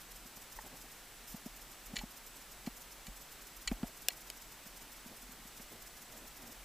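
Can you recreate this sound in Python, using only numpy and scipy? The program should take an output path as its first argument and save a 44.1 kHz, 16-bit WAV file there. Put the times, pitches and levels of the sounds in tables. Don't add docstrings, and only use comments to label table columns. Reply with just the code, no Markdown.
import sys
import numpy as np
from scipy import signal
from scipy.fft import rfft, irfft, next_fast_len
from scipy.io import wavfile

SR = 44100
rng = np.random.default_rng(int(sys.argv[2]) if len(sys.argv) > 2 else 0)


def file_out(sig):
    cols = np.atleast_2d(sig).T
    lim = np.clip(cols, -1, 1)
    pcm = np.round(lim * 32767).astype(np.int16)
    wavfile.write(sys.argv[1], SR, pcm)


N = 293116
HIT_TIME_S = np.arange(SR // 5) / SR

# (time [s], level [dB], crunch rise [s], crunch decay [s], low-pass [Hz])
PICK_BITES = [(1.9563, -44, .0006, 0.0074, 12000), (1.9653, -36, 0.00046, 0.0018, 6340),
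              (1.9854, -42.5, .006, 0.0037, 6000), (2.6632, -48.5, .0002, 0.005, 5000),
              (3.0674, -50.5, .001, 0.0015, 14000), (3.6749, -32.5, 0.00022, 0.0033, 8200),
              (4.1036, -48.5, .0005, 0.0014, 3300)]
# (frequency [Hz], width [Hz], level [dB])
AXE_MODES = [(1970, 72, -1.5), (2230, 33, -5.5), (2350, 56, -1.5), (2650, 38, -7), (2990, 79, -1.5),
             (3320, 65, -3.5), (3980, 140, -3.5), (4270, 69, 2), (4500, 200, -5.5), (5900, 140, -6.5),
             (6850, 190, 2), (7600, 71, -15), (10200, 200, -13), (12400, 180, -18)]
# (time [s], level [dB], grit re knock [dB])
ICE_KNOCKS = [(0.254, -55.5, -20), (0.371, -56, -5), (1.342, -42.5, -34), (1.4603, -42, -34),
              (1.9344, -43, -33), (2.0343, -42.5, -34), (2.672, -35.5, -18), (3.0803, -48.5, -30),
              (3.7150, -32, -13), (3.8304, -32.5, -14), (4.662, -53.5, -20), (5.059, -50.5, -20),
              (5.597, -50.5, -7)]
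# (frequency [Hz], width [Hz], level [dB])
ICE_MODES = [(156, 103, -3), (241.4, 76, 2.5), (260, 89, -12.5), (365, 41, -22.5)]
# (frequency [Hz], width [Hz], level [dB])
SHEET_MODES = [(542, 47, -4), (706, 83, 2.5), (906, 38, -11)]
# (frequency [Hz], level [dB])
GRIT_SPECTRUM = [(400, 2.5), (900, -1.5), (1700, -1.5), (3000, -7), (6000, -25), (14000, -30)]
# (time [s], level [dB], low-pass [Hz], pitch [ratio])
BREAKS = [(4.0848, -27.3, 14500, 1), (4.3010, -43, 15000, .87)]
# (frequency [Hz], width [Hz], level [dB])
SNAP_MODES = [(267, 140, -24), (520, 98, -16), (730, 43, -16), (1650, 98, -12.5), (2540, 170, -7),
              (2880, 85, -6.5), (3490, 170, -5), (4290, 42, -12), (4800, 150, -8), (5460, 220, -1),
              (6000, 350, -5), (6400, 200, -15), (7560, 310, -1), (8580, 210, -10), (9660, 440, -6),
              (11400, 380, -8), (12600, 340, -3.5), (15200, 750, -1)]
# (time [s], level [dB])
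CHUNK_TAPS = [(0.5866, -45), (2.011, -49)]
# (frequency [Hz], width [Hz], level [dB])
CHUNK_MODES = [(836, 51, 3), (1080, 150, -5), (1760, 150, -8), (2210, 180, -14)]
# (time [s], level [dB])
BODY_JOLTS = [(0.552, -50), (1.295, -51), (1.86, -49), (1.975, -43.5), (3.078, -47), (3.665, -42.5),
              (3.704, -36), (3.831, -46.5)]
# (time [s], length [s], level [dB])
CLOTH_RUBS = [(.632, 0.057, -53.5), (0.7, 0.077, -55), (0.832, .035, -60), (1.87, 0.17, -57),
              (3.71, 0.24, -60), (4.741, 0.11, -64), (5.075, 0.08, -58.5), (5.195, 0.31, -65),
              (5.697, 0.081, -56), (6.063, 0.24, -57.5), (6.345, 0.22, -59)]
# (frequency [Hz], level [dB])
CLOTH_SPECTRUM = [(70, -7), (130, -2), (180, -7.5), (240, 3), (340, -4), (480, -7.5), (750, -5.5),
                  (1200, -19), (3000, -26), (12000, -53)]
# (time in cycle [s], chance [0-1])
MOTOR_STEPS = [(.018, 1), (.069, .3), (.119, 1), (.168, .4), (.219, .2), (.269, 1), (.369, 1)]
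# (frequency [Hz], width [Hz], level [dB])
HOUSING_MODES = [(5205, 340, -4.5), (5980, 320, -4.5), (7170, 520, -4.5), (8300, 620, -7),
                 (9230, 1040, -8.5), (10920, 260, -5.5), (12040, 290, 0), (12700, 260, -4.5),
                 (14550, 830, -6.5)]
# (frequency [Hz], level [dB])
HISS_SPECTRUM = [(75, -7.5), (120, 0), (170, -1.5), (230, 0.5), (450, -2.5), (850, -1), (1100, -2),
                 (1600, -2), (3000, -4.5), (5000, -6.5), (7000, -7), (10000, -8.5), (15000, -8.5)]
# (frequency [Hz], side re mid [dB])
HISS_WIDTH = [(50, -50), (150, -55), (300, -28.5), (600, -17.5), (2200, -21), (4500, -8.5), (8000, -3.5),
              (15000, -3.6)]
# (frequency [Hz], level [dB])
AIR_SPECTRUM = [(12, -10), (24, -7), (42, 2), (52, -6.5), (65, -20), (90, -36), (200, -35)]


def from_db(db):
    return 10 ** (np.asarray(db) / 20)


def unit_rms(x):
    return x / np.sqrt(np.mean(x ** 2) + 1e-20)


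def unit_hit(x):
    return x / np.sqrt(np.sum(x ** 2) / (SR / 100) + 1e-20)


def add(track, time_s, sound):
    start = max(0, round(time_s * SR))
    track[start:start + len(sound)] += sound[:N - start]


def bin_gains(spectrum, size):
    hz, db = np.transpose(spectrum)
    bins_hz = np.fft.rfftfreq(size, 1 / SR)
    return from_db(np.interp(np.log(bins_hz + 1), np.log(hz), db))


def noise(spectrum, size=N):
    padded = next_fast_len(size)
    shaped = rfft(rng.standard_normal(padded)) * bin_gains(spectrum, padded)
    return unit_rms(irfft(shaped, padded)[:size])


def resonate(x, hz, width_hz):
    r = np.exp(-np.pi * width_hz / SR)
    gain = (1 - r * r) / 2
    return signal.lfilter([gain, 0, -gain], [1, -2 * r * np.cos(2 * np.pi * hz / SR), r * r], x)


def lowpass(x, hz):
    return signal.sosfilt(signal.butter(2, hz, fs=SR, output="sos"), x)


def flicker(depth_db, rate_hz):
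    return from_db(depth_db * unit_rms(lowpass(rng.standard_normal(N), rate_hz)))


def strike(force, modes, scatter_db):
    ring = 0
    for k, (hz, width_hz, db) in enumerate(modes):
        gain = from_db(db + scatter_db * rng.standard_normal())
        ring += (-1) ** k * gain * unit_hit(resonate(force, hz, width_hz))
    return unit_hit(ring)


def crunch(rise_s, decay_s):
    envelope = (1 - np.exp(-HIT_TIME_S / rise_s)) * np.exp(-HIT_TIME_S / decay_s)
    return envelope * rng.standard_normal(len(HIT_TIME_S))


def axe_pick(chips_db=-5.0):
    out = np.zeros(N)
    for time_s, db, rise_s, decay_s, lowpass_hz in PICK_BITES:
        force = crunch(rise_s, decay_s)
        chips = from_db(chips_db) * unit_hit(resonate(force, hz=4300, width_hz=3600))
        steel = strike(force, AXE_MODES, scatter_db=0)
        add(out, time_s, from_db(db) * unit_hit(lowpass(steel + chips, lowpass_hz)))
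    return out


def ice_knocks(grit_decay_s=0.004, sheet_db=-14.5):
    out = np.zeros(N)
    push = resonate(signal.unit_impulse(len(HIT_TIME_S)), hz=205, width_hz=230)
    for time_s, db, grit_db in list(ICE_KNOCKS) + grip_knocks():
        grit = unit_hit(noise(GRIT_SPECTRUM, len(HIT_TIME_S)) * np.exp(-HIT_TIME_S / grit_decay_s))
        sheet_force = lowpass(crunch(rise_s=0.005, decay_s=0.0051), hz=980)
        sheet = strike(sheet_force, SHEET_MODES, scatter_db=2.0)
        thud = strike(push, ICE_MODES, scatter_db=1.5)
        add(out, time_s, from_db(db) * (thud + from_db(grit_db) * grit + from_db(sheet_db) * sheet))
    return out


def grip_knocks(count=5, start_s=5.225, gap_s=0.056, jitter_s=0.004, level_db=-57.5, grit_db=-22):
    return [(start_s + k * gap_s + jitter_s * late, level_db + louder_db, grit_db)
            for k, (late, louder_db) in enumerate(rng.standard_normal((count, 2)))]


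def snaps(splinter_db=-10.0):
    out = np.zeros(N)
    click = signal.unit_impulse(len(HIT_TIME_S))
    for time_s, db, lowpass_hz, pitch in BREAKS:
        modes = [(hz * pitch, width_hz, mode_db) for hz, width_hz, mode_db in SNAP_MODES]
        ring = strike(click, modes, scatter_db=0.5)
        fractures = crunch(rise_s=0.00044, decay_s=0.002)
        splinters = from_db(splinter_db) * unit_hit(resonate(fractures, hz=5560, width_hz=7400))
        add(out, time_s, from_db(db) * unit_hit(lowpass(ring + splinters, lowpass_hz)))
    return out


def ice_clacks():
    out = np.zeros(N)
    for time_s, db in CHUNK_TAPS:
        tap = lowpass(crunch(rise_s=0.0013, decay_s=0.0031), hz=2200)
        add(out, time_s, from_db(db) * strike(tap, CHUNK_MODES, scatter_db=2.5))
    return out


def body_jolts(sway_hz=41, rise_s=0.018):
    out = np.zeros(N)
    swell = HIT_TIME_S * np.exp(-HIT_TIME_S / rise_s)
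    sway = swell / swell.max() * np.sin(2 * np.pi * sway_hz * HIT_TIME_S)
    for time_s, db in BODY_JOLTS:
        add(out, time_s, from_db(db) * sway)
    return out


def clothing():
    strokes = np.zeros(N)
    for time_s, length_s, db in CLOTH_RUBS:
        add(strokes, time_s, from_db(db) * signal.windows.tukey(int(length_s * SR), 0.7))
    return strokes * flicker(depth_db=0.5, rate_hz=59) * noise(CLOTH_SPECTRUM)


def lens_effort(cycle_s=0.4004, sigma_s=0.0077, jitter_s=0.002, step_db=8, scatter_db=0.9, run_db=9):
    rest_s, run_s, resume_s = 1.0, 1.262, 1.345
    effort = np.zeros(N)
    around_s = np.arange(-SR // 25, SR // 25) / SR
    swell = np.exp(-0.5 * (around_s / sigma_s) ** 2)
    for start_s in np.arange(0, N / SR, cycle_s):
        for offset_s, chance in MOTOR_STEPS:
            late, louder = rng.standard_normal(2)
            time_s = start_s + offset_s + jitter_s * late
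            if rng.random() < chance and time_s < N / SR and not rest_s < time_s < resume_s:
                step = from_db(step_db + scatter_db * louder) * swell[time_s + around_s >= 0]
                add(effort, time_s + around_s[0], step)
    add(effort, run_s, from_db(run_db) * signal.windows.tukey(int((resume_s - run_s) * SR), 0.4))
    return effort


def lens_drive(gain_db=-50.5, spread=0.35, pan_db=2.5, pan_ref_hz=13000):
    friction = lens_effort() * (rng.standard_normal(N) + spread * rng.standard_normal((2, N)))
    housing = np.zeros((2, N))
    for k, (hz, width_hz, db) in enumerate(HOUSING_MODES):
        lean_db = np.array([[-pan_db], [pan_db]]) * (hz / pan_ref_hz) ** 2
        housing += (-1) ** k * from_db(db + lean_db) * resonate(friction, hz, width_hz)
    return from_db(gain_db) * housing


def background(hiss_db=-54, whine_db=-70.5, air_db=-61.5, pan_db=0.05):
    width = bin_gains(HISS_WIDTH, N)
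    mid = irfft(rfft(noise(HISS_SPECTRUM)) / np.hypot(1, width), N)
    side = irfft(rfft(noise(HISS_SPECTRUM)) * width / np.hypot(1, width), N)
    hiss = np.array([mid + side, mid - side]) * from_db([[-pan_db], [pan_db]])
    whine = unit_rms(resonate(rng.standard_normal(N), hz=7770, width_hz=50))
    air = noise(AIR_SPECTRUM) * flicker(depth_db=1.0, rate_hz=3.8)
    return from_db(hiss_db) * hiss + from_db(whine_db) * whine + from_db(air_db) * air


def scene():
    climbing = axe_pick() + ice_knocks() + snaps() + ice_clacks() + body_jolts() + clothing()
    return climbing + lens_drive() + background()


def record(dry, ceiling=0.4, cutoff_hz=15300):
    rounded = ceiling * np.tanh(dry / ceiling)
    return signal.sosfilt(signal.ellip(12, 0.1, 70, cutoff_hz, fs=SR, output="sos"), rounded)


dry = scene()
out = record(dry)
file_out(out)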